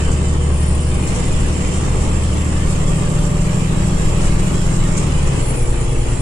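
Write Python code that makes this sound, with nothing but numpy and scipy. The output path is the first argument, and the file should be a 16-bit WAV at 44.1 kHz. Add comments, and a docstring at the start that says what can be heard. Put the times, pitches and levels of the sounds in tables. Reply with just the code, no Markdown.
"""Upper deck of a diesel bus climbing a slope. From the start the six-cylinder engine throbs over the
road's rumble and roar, with a moaning fan, faint gear whine and sizzling trim. Just after 1 s the window
frames rattle; near 2 s the first bump thuds through the body. The engine slowly gains speed, sweeping its
orders through the cabin's booms as the turbo whistle climbs. Near 5 s it changes up: the fittings chatter,
the pitch drops, the whine dies away and the whistle flares as the new gear takes the load."""
import sys
import numpy as np
from scipy import signal
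from scipy.fft import rfft, irfft, next_fast_len
from scipy.io import wavfile
from scipy.ndimage import uniform_filter1d, minimum_filter1d, map_coordinates

SR = 44100
rng = np.random.default_rng(int(sys.argv[2]) if len(sys.argv) > 2 else 0)


def unload_audio(sound):
    """Save the sound as a 16-bit wav file, at the path given as the first command line argument."""
    columns = np.transpose(np.atleast_2d(sound))
    # keep every value between -1 and 1, then stretch to whole-number steps
    steps = np.round(np.clip(columns, -1, 1) * 32767)
    wavfile.write(sys.argv[1], SR, steps.astype(np.int16))


N = 273861
CYLINDERS = 6


def amp(db):
    """Decibels to gain."""
    return 10 ** (np.asarray(db) / 20)


def unit(x):
    """Scale to rms 1."""
    return x / np.sqrt(np.mean(x ** 2) + 1e-20)


def eq_gain(points, hz):
    """Gain of an EQ curve of (freq_hz, gain_db) points, on a log frequency axis."""
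    freq_hz, gain_db = np.transpose(points)
    return amp(np.interp(np.log(hz + 1e-3), np.log(freq_hz), gain_db))


def automation(rows):
    """One per-sample curve for each column after the time."""
    time_s, *columns = np.transpose(rows)
    return [np.interp(np.arange(N) / SR, time_s, column) for column in columns]


def wobble(rate):
    """Smooth random modulation, rate knots a second."""
    coarse = np.arange(0, N + 16, 16)
    knots = rng.standard_normal(int(N * rate / SR) + 4)
    return np.interp(np.arange(N), coarse, map_coordinates(knots, [coarse * rate / SR], mode="nearest"))


def angle(hz):
    """Running phase of a gliding pitch."""
    return 2 * np.pi * np.cumsum(hz) / SR


def filtered(x, response):
    """Shape x with a frequency response."""
    size = next_fast_len(N + SR // 2)
    return irfft(rfft(x, size) * response(np.fft.rfftfreq(size, 1 / SR)), size)[..., :N]


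def resonance(modes, hz):
    """Gain of a set of resonances at a frequency."""
    powers = (amp(db) ** 2 / (1 + (2 * (hz - centre) / width) ** 2) for centre, width, db in modes)
    return np.sqrt(sum(powers))


def patchy(x, depth_db):
    """Make the colour of a noise flicker in brief narrow patches."""
    spectrum = signal.stft(x, nperseg=1024)[2]
    patches = uniform_filter1d(rng.standard_normal(spectrum.shape[1:]), size=3, axis=0)
    patches = unit(uniform_filter1d(patches, size=6, axis=1))
    return unit(signal.istft(spectrum * amp(depth_db * patches), nperseg=1024)[1][:, :N])


def taps(per_s, scatter_db):
    """Tiny contacts of uneven strength at random moments, for each ear."""
    hit = rng.random((2, N)) < per_s / SR
    return hit * np.sign(rng.standard_normal((2, N))) * amp(scatter_db * rng.standard_normal((2, N)))


def bursts(rows):
    """Envelope of (start_s, peak_db, attack_s) hits: quick swell, slower tail."""
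    ages = [(np.maximum(np.arange(N) / SR - start_s, 0) / attack_s, db) for start_s, db, attack_s in rows]
    return sum(amp(db) * age * np.exp(1 - age) for age, db in ages)


# balance at the seat: freq_hz, left_minus_right_db
PAN = [(150, .5), (170, .8), (186, -1.5), (205, 1.5), (235, 3.5), (460, 3), (490, 0), (560, 1), (588, -5),
       (622, 7), (660, 3), (1000, 1.4), (2000, 0)]

def window_side(ears):
    """The low mids are louder on the window side."""
    return filtered(ears, lambda hz: eq_gain(PAN, hz) ** np.array([[.5], [-.5]]))


# stereo width of the cabin: freq_hz, side_minus_mid_db
WIDTH = [(30, -27), (70, -20), (130, -10), (185, -8), (205, -3), (260, -5), (310, -8), (365, -9),
         (410, -5.5), (450, -7.5), (495, -6.5), (530, -4), (700, -2.5), (1000, 0)]

def cabin(pair):
    """Spread two unrelated signals through the cabin: bass centred, treble diffuse, level normalised."""
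    mid, side = pair[0], filtered(pair[1], lambda hz: eq_gain(WIDTH, hz))
    ears = window_side(np.array([mid + side, mid - side]))
    return ears / np.std(ears.mean(axis=0))


def noise_bed(eq):
    """Coloured noise filling the cabin."""
    return cabin(filtered(rng.standard_normal((2, N)), lambda hz: eq_gain(eq, hz)))


def judder(cycle_hz, crank_db=0.5, firing_db=-0.9, slip_rad=0.6):
    """Tremolo of loose parts, nudged once a crank turn and once a firing."""
    cycle = angle(cycle_hz)
    crank = 2 * cycle + slip_rad * wobble(6)
    return amp(crank_db * np.sin(crank) + firing_db * np.sin(CYLINDERS * cycle))


# colour of the body's rumble: freq_hz, relative_db
RUMBLE_EQ = [(3, -30), (8, -10), (11.5, 3.5), (18, 3), (33, -1), (48, -8.5), (70, -12.5), (110, -25),
             (250, -96)]
# how hard the body shakes: time_s, fader_db
RUMBLE_FADER = [(0, -21), (.8, -19.5), (1.8, -19), (4.2, -18), (5.1, -17.5), (5.6, -20.5), (5.85, -19),
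                (6.21, -20)]

def body_rumble(gain_db=0.5):
    """The road shakes the body into a deep rumble."""
    fader_db, = automation(RUMBLE_FADER)
    return amp(fader_db + gain_db) * noise_bed(RUMBLE_EQ)


# dark roar under the floor: freq_hz, relative_db
ROAR_EQ = [(40, -17), (80, 1.5), (150, 5.5), (185, 3.5), (215, -1), (330, -2.5), (470, -5.5), (610, -10),
           (690, -14), (1200, -12.5), (1450, -24.5), (2500, -59), (5000, -85)]

def tyre_roar(rough_db, level_db=-26, follow=0.63, flutter_db=1.35):
    """The tyres roar through the floor, more on rough ground."""
    return amp(level_db + follow * rough_db + flutter_db * wobble(22.01)) * noise_bed(ROAR_EQ)


# bright hiss at the windows: freq_hz, relative_db
HISS_EQ = [(500, -25), (1300, 1), (2000, 3), (3100, 1.5), (3600, -4.5), (4300, -6), (5500, -11),
           (7000, -3.5), (9900, -11.5), (11000, -47), (11600, -32.5), (15000, -28.5)]

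def tyre_hiss(rough_db, gain_db=-37, follow=0.61, patchy_db=3.5):
    """The tyres hiss through the windows, more on rough ground."""
    return amp(gain_db + follow * rough_db) * np.sqrt(2) * patchy(noise_bed(HISS_EQ), patchy_db)


# bumps in the road: start_s, peak_db, attack_s
BUMPS = [(1.82, -15, .06), (3.22, -19, 0.037), (4.26, -21, .04), (4.849, -16, 0.033), (5.97, -14.5, .05)]

def thuds(body_hz=31.8):
    """Each bump swings the whole body on its lowest note for a few cycles."""
    t = np.arange(N) / SR
    return sum(bursts([bump]) * np.sin(2 * np.pi * body_hz * (t - bump[0])) for bump in BUMPS)


# notes of handrails and brackets: pitch_hz, width_hz, gain_db
RAIL_NOTES = [(2530, 150, -55), (2680, 140, -50.5), (2960, 150, -56)]

def rail_tinkle(rough_db, follow=0.73, wander_db=2.2):
    """Handrails and brackets tinkle, each on its own note, each drifting in and out."""
    notes = np.zeros((2, N))
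    for pitch_hz, width_hz, db in RAIL_NOTES:
        gain = amp(db + wander_db * wobble(12))
        contacts = taps(per_s=300, scatter_db=3)
        notes += gain * unit(filtered(contacts, lambda hz: 1 / (1 + 2j * (hz - pitch_hz) / width_hz) ** 2))
    return amp(follow * rough_db) * notes


# window frame resonances: centre_hz, width_hz, relative_db
FRAME_MODES = [(1450, 350, -3), (1950, 800, -.5), (2665, 110, -1), (3000, 600, -2)]
# short rattles of the frames: start_s, accent_db, attack_s
RATTLES = [(0.045, -40, .015), (0.155, -38.5, .015), (1.115, -35.5, .012), (1.165, -38, .01),
           (1.225, -37.5, .012), (1.375, -35.5, .02), (2.9, -41, .015), (4.385, -38, .014),
           (5.315, -37.5, .014), (5.765, -39, .012)]

def window_frames(rough_db, buzz_db=-45.5, follow=0.81, rattle_db=-0.5, lowpass_hz=7000):
    """The frames buzz in small taps over rough road and now and then break into a crisp rattle."""
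    ring = lambda hz: resonance(FRAME_MODES, hz)
    buzz = unit(filtered(taps(per_s=1200, scatter_db=2), lambda hz: ring(hz) ** 2))
    tick_eq = lambda hz: ring(hz) ** 1.25 / (1 + (hz / lowpass_hz) ** 6)
    ticks = unit(filtered(taps(per_s=330, scatter_db=2), tick_eq))
    return amp(buzz_db + follow * rough_db) * buzz + amp(rattle_db) * bursts(RATTLES) * ticks


# colour of the high sizzle as heard at each ear: freq_hz, relative_db
LEFT_SIZZLE_EQ = [(3000, -47), (5400, -11), (6600, -22), (7500, -12), (8500, -2), (9400, -12), (9900, -9.5),
                  (10120, -24), (11500, -50)]
RIGHT_SIZZLE_EQ = [(3000, -25.5), (5400, -10), (6400, -11), (7400, 3), (7800, -0.5), (8300, -10),
                   (9400, -13), (9900, -37), (10120, -26), (11500, -45)]

def trim_sizzle(rough_db, level_db=-34, follow=0.74, flutter_db=1.27, grain_db=0.5, patchy_db=3):
    """Loose trim sizzles in fine uneven grains, more on rough ground."""
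    gain = amp(level_db + follow * rough_db + flutter_db * wobble(55))
    grains = patchy(rng.standard_normal((2, N)), patchy_db) * amp(grain_db * wobble(500))
    stereo_eq = lambda hz: np.array([eq_gain(LEFT_SIZZLE_EQ, hz), eq_gain(RIGHT_SIZZLE_EQ, hz)])
    return gain * unit(filtered(grains, stereo_eq))


# jolts to the fittings: start_s, accent_db, attack_s
JOLTS = [(.11, -26, .012), (1.065, -24, .014), (1.14, -26, .012), (1.735, -28, .018), (2.69, -27.5, .018),
         (4.21, -26, .016), (4.255, -26, .012), (4.73, -28, .022), (4.966, -20, .016)]
# colour of their chatter: freq_hz, relative_db
CHATTER_EQ = [(1500, -22), (4000, -14), (6000, -6), (7600, 0), (9000, -2), (10200, -22), (12000, -35),
              (15000, -38)]

def jolt_chatter(gain_db=-6, grain_db=1.8):
    """Each jolt shakes a brief, broad splash of chatter from the fittings."""
    grains = rng.standard_normal((2, N)) * amp(grain_db * wobble(400))
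    return amp(gain_db) * bursts(JOLTS) * unit(filtered(grains, lambda hz: eq_gain(CHATTER_EQ, hz)))


# upper gear tones: order_per_cycle, relative_db
GEAR_TONES = [(288.4, -1), (300.6, -5), (350.7, -3), (400.8, 0), (450.9, 0)]
# strength of the whine: time_s, main_fader_db, upper_fader_db
WHINE_FADERS = [(0, -46.5, -58), (.35, -46.5, -56), (.7, -49, -54), (1.2, -50, -54), (1.8, -50.5, -54),
                (2.6, -52, -58), (3.4, -53, -57), (4.2, -52, -53.5), (4.8, -52.5, -55), (5.3, -55, -60),
                (5.8, -68, -72)]

def gear_whine(cycle_hz, main_order=250.5, waver_db=2.5):
    """The timing gears whine in thin broken tones that waver at each ear and die at the gear change."""
    cycle = angle(cycle_hz)
    main_db, upper_db = automation(WHINE_FADERS)

    def tone(order):
        return amp(waver_db * wobble(14)) * np.sin(order * cycle + .5 * wobble(45) + 1.3 * wobble(10))

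    ears = np.zeros((2, N))
    for ear in ears:
        ear += amp(main_db) * tone(main_order)
        ear += sum(amp(upper_db + db) * tone(order) for order, db in GEAR_TONES)
    return np.sqrt(2) * ears


# glide of the fan's blade tone: time_s, pitch_hz
FAN_PITCH = [(0, 475.4), (1.1, 490.7), (4.7, 518.8), (5.55, 483), (6.21, 482)]
# fan shroud resonance: centre_hz, width_hz, peak_db
SHROUD = [(483, 21, -38)]

def cooling_fan(waver_db=2, slip_rad=0.25):
    """The fan moans, loudest where its blade tone meets the resonance of its shroud."""
    blade_hz, = automation(FAN_PITCH)
    tone = lambda: amp(waver_db * wobble(7.4)) * np.sin(angle(blade_hz) + slip_rad * wobble(9))
    return resonance(SHROUD, blade_hz) * cabin(np.array([tone(), tone()]))


# glide of the turbocharger's blade tone: time_s, pitch_hz
TURBO_PITCH = [(0, 8950), (.3, 9100), (.75, 9540), (1.05, 9760), (1.85, 9990), (2.54, 10721), (3, 11015),
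               (4.3, 11105), (4.8, 11055), (5.2, 10310), (5.5, 9920), (5.62, 9830), (5.8, 9660),
               (6.21, 9700)]
# intake duct resonance: centre_hz, width_hz, relative_db
INTAKE = [(9490, 280, -34)]

def turbo_whistle(gain_db=-4, direct_db=-45, jitter_hz=12, blur=0.68, pan_db=2,
                  surge_s=5.54, surge_width_s=0.088, surge_db=-31):
    """The compressor's blade tone, blurred by turbulent air, rings the intake and flares as load returns."""
    blade_hz, = automation(TURBO_PITCH)
    surge = amp(surge_db) * np.exp(-((np.arange(N) / SR - surge_s) / surge_width_s) ** 2)
    swell = np.hypot(amp(direct_db), resonance(INTAKE, blade_hz)) + surge
    phase = angle(blade_hz + jitter_hz * wobble(60))
    ear = lambda: unit((1 + blur * wobble(130)) * np.sin(phase + blur * wobble(130) + wobble(13)))
    return amp(gain_db) * swell * np.array([amp(pan_db) * ear(), amp(-pan_db) * ear()])


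# engine orders that sing on a panel: order_per_cycle, panel_hz, width_hz, peak_db
SINGING_ORDERS = [(18, 222, 30, -41), (19, 240, 24, -43), (20, 248, 24, -42), (23, 304, 20, -40),
                  (24, 302, 12, -38), (26, 348, 12, -35.5), (30, 364, 9, -40), (36, 350, 12, -35),
                  (45, 586, 24, -38.5), (51, 623, 14, -43)]

def panel_moan(cycle_hz, waver_db=1.55, slip_rad=0.3):
    """Single high orders sing out as each passes through a panel resonance."""
    cycle, voice = angle(cycle_hz), np.zeros(N)
    for order, *panel in SINGING_ORDERS:
        gain = resonance([panel], order * cycle_hz) * amp(waver_db * wobble(6.5))
        voice += gain * np.sin(order * cycle + rng.uniform(0, 2 * np.pi) + slip_rad * wobble(10))
    return np.sqrt(2) * window_side(np.array([voice, voice]))


# body panel resonances: centre_hz, width_hz, relative_db
PANELS = [(249, 60, -3), (302, 21, -1.5), (349, 19, 1.5), (380, 40, -3), (454, 41, -4), (510, 40, -6),
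          (591, 31, -6), (827, 125, -11), (1155, 170, -12.5)]

def engine_growl(cycle_hz, level_db=-32.5, rough_rad=0.36, waver_db=3, weak_db=-7):
    """Higher orders, roughened by uneven combustion, ring the body panels."""
    cycle, pair = angle(cycle_hz), np.zeros((2, N))
    for order in np.arange(17, 97):
        phase = order * cycle + rng.uniform(0, 2 * np.pi, (2, 1)) + rough_rad * wobble(10)
        weakness = 0 if order % 3 == 0 else .5 if order % 2 == 0 else 1
        pair += amp(weakness * weak_db + waver_db * wobble(2.06)) * np.sin(phase)
    return amp(level_db) * cabin(filtered(pair, lambda hz: resonance(PANELS, hz)))


# orders around the firing tones: order_per_cycle, relative_db
DRONE_ORDERS = [(4, -30), (7, -28), (8, -29.5), (9, -24.5), (10, -28.5), (11, -30.5), (13, -31),
                (14, -25.5), (15, -28.5), (16, -36)]
# booms of the cabin air: centre_hz, width_hz, gain_db
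BOOMS = [(53.8, 4, -1.5), (74.6, 6.3, -14), (121.8, 15.6, -0.5), (152.8, 7.4, 1), (185.9, 8.4, -1)]

def engine_drone(cycle_hz, waver_db=1.1, slip_rad=0.13, direct_db=-24, ear_rad=-0.06, db_per_octave=7):
    """Unequal cylinders add in-between orders that grow with speed and swell on the cabin's booms."""
    cycle, ears = angle(cycle_hz), np.zeros((2, N))
    for order, db in DRONE_ORDERS:
        boom = resonance(BOOMS, order * cycle_hz) + amp(direct_db)
        phase = order * cycle + rng.uniform(0, 2 * np.pi) + slip_rad * wobble(7)
        ears += amp(db + waver_db * wobble(7)) * boom * np.sin([phase + ear_rad, phase - ear_rad])
    speed_gain = amp(db_per_octave * np.log2(cycle_hz / cycle_hz[0]))
    return np.sqrt(2) * speed_gain * window_side(ears)


# weight of the engine note: time_s, firing_tone_db, octave_db
THROB_FADERS = [(0, -18, -25), (.55, -16, -25.5), (.9, -18.5, -29), (1.15, -23, -31), (1.45, -20, -31),
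                (1.7, -22.5, -33), (2.35, -18, -33), (2.72, -21.5, -23.5), (2.95, -28.5, -21.5),
                (3.5, -30, -20.3), (3.8, -24.5, -23), (4.3, -24, -23), (4.82, -30, -23.5), (5, -24, -21.5),
                (5.25, -18.5, -23), (5.42, -28, -23), (5.55, -24, -23), (6.21, -24.5, -23.5)]

def engine_throb(cycle_hz, ear_rad=-0.03):
    """The clean firing tone sits dead centre; its octave, slightly spread, swells under load."""
    phase = CYLINDERS * angle(cycle_hz)
    firing_db, octave_db = automation(THROB_FADERS)
    octave = amp(octave_db) * np.sin([2 * phase + ear_rad, 2 * phase - ear_rad])
    return np.sqrt(2) * (amp(firing_db) * np.sin(phase) + octave)


# engine speed through the climb and gear change: time_s, firing_hz
REVS = [(0, 72.65), (.45, 72.75), (.75, 73.15), (1.1, 73.3), (1.5, 73.8), (2, 75), (2.5, 75.7), (3, 77.6),
        (3.9, 80.3), (4.4, 80.5), (4.82, 81.4), (5, 77.6), (5.3, 68.8), (5.45, 62), (5.62, 58.7),
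        (6.21, 58.1)]
# road roughness, which drives the tyres and loose fittings: time_s, relative_db
ROUGHNESS = [(0, 1), (.22, -2), (.5, -3.5), (.9, -3), (1.15, 1.3), (1.7, 1.2), (2.45, -1), (2.8, 1),
             (3.4, -0.5), (4, 0.5), (4.3, 2), (4.6, 1.4), (5.4, 1.7), (5.65, -2.5), (6.21, -1.5)]

def scene():
    """The mix at the seat: engine in front, over whining machinery, road and loose fittings."""
    firing_hz, = automation(REVS)
    cycle_hz = firing_hz / CYLINDERS  # four-stroke cycle rate; orders are its multiples
    rough_db, = automation(ROUGHNESS)
    tremolo = judder(cycle_hz)
    engine = engine_throb(cycle_hz) + engine_drone(cycle_hz) + engine_growl(cycle_hz) + panel_moan(cycle_hz)
    fittings = tremolo * (trim_sizzle(rough_db) + window_frames(rough_db) + rail_tinkle(rough_db))
    fittings += jolt_chatter()
    machinery = gear_whine(cycle_hz) + cooling_fan() + turbo_whistle()
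    road = body_rumble() + tyre_roar(rough_db) + tremolo * tyre_hiss(rough_db) + thuds()
    return road + fittings + machinery + engine


def record(dry, ceiling=0.66, top_hz=15700):
    """A limiter holds down the highest peaks, then a brick-wall low-pass cuts the very top."""
    needed = np.minimum(1, ceiling / (np.abs(dry).max(axis=0) + 1e-9))
    gain = uniform_filter1d(minimum_filter1d(needed, size=700), size=700)
    return filtered(dry * gain, lambda hz: hz < top_hz)


dry = scene()
out = record(dry)
unload_audio(out)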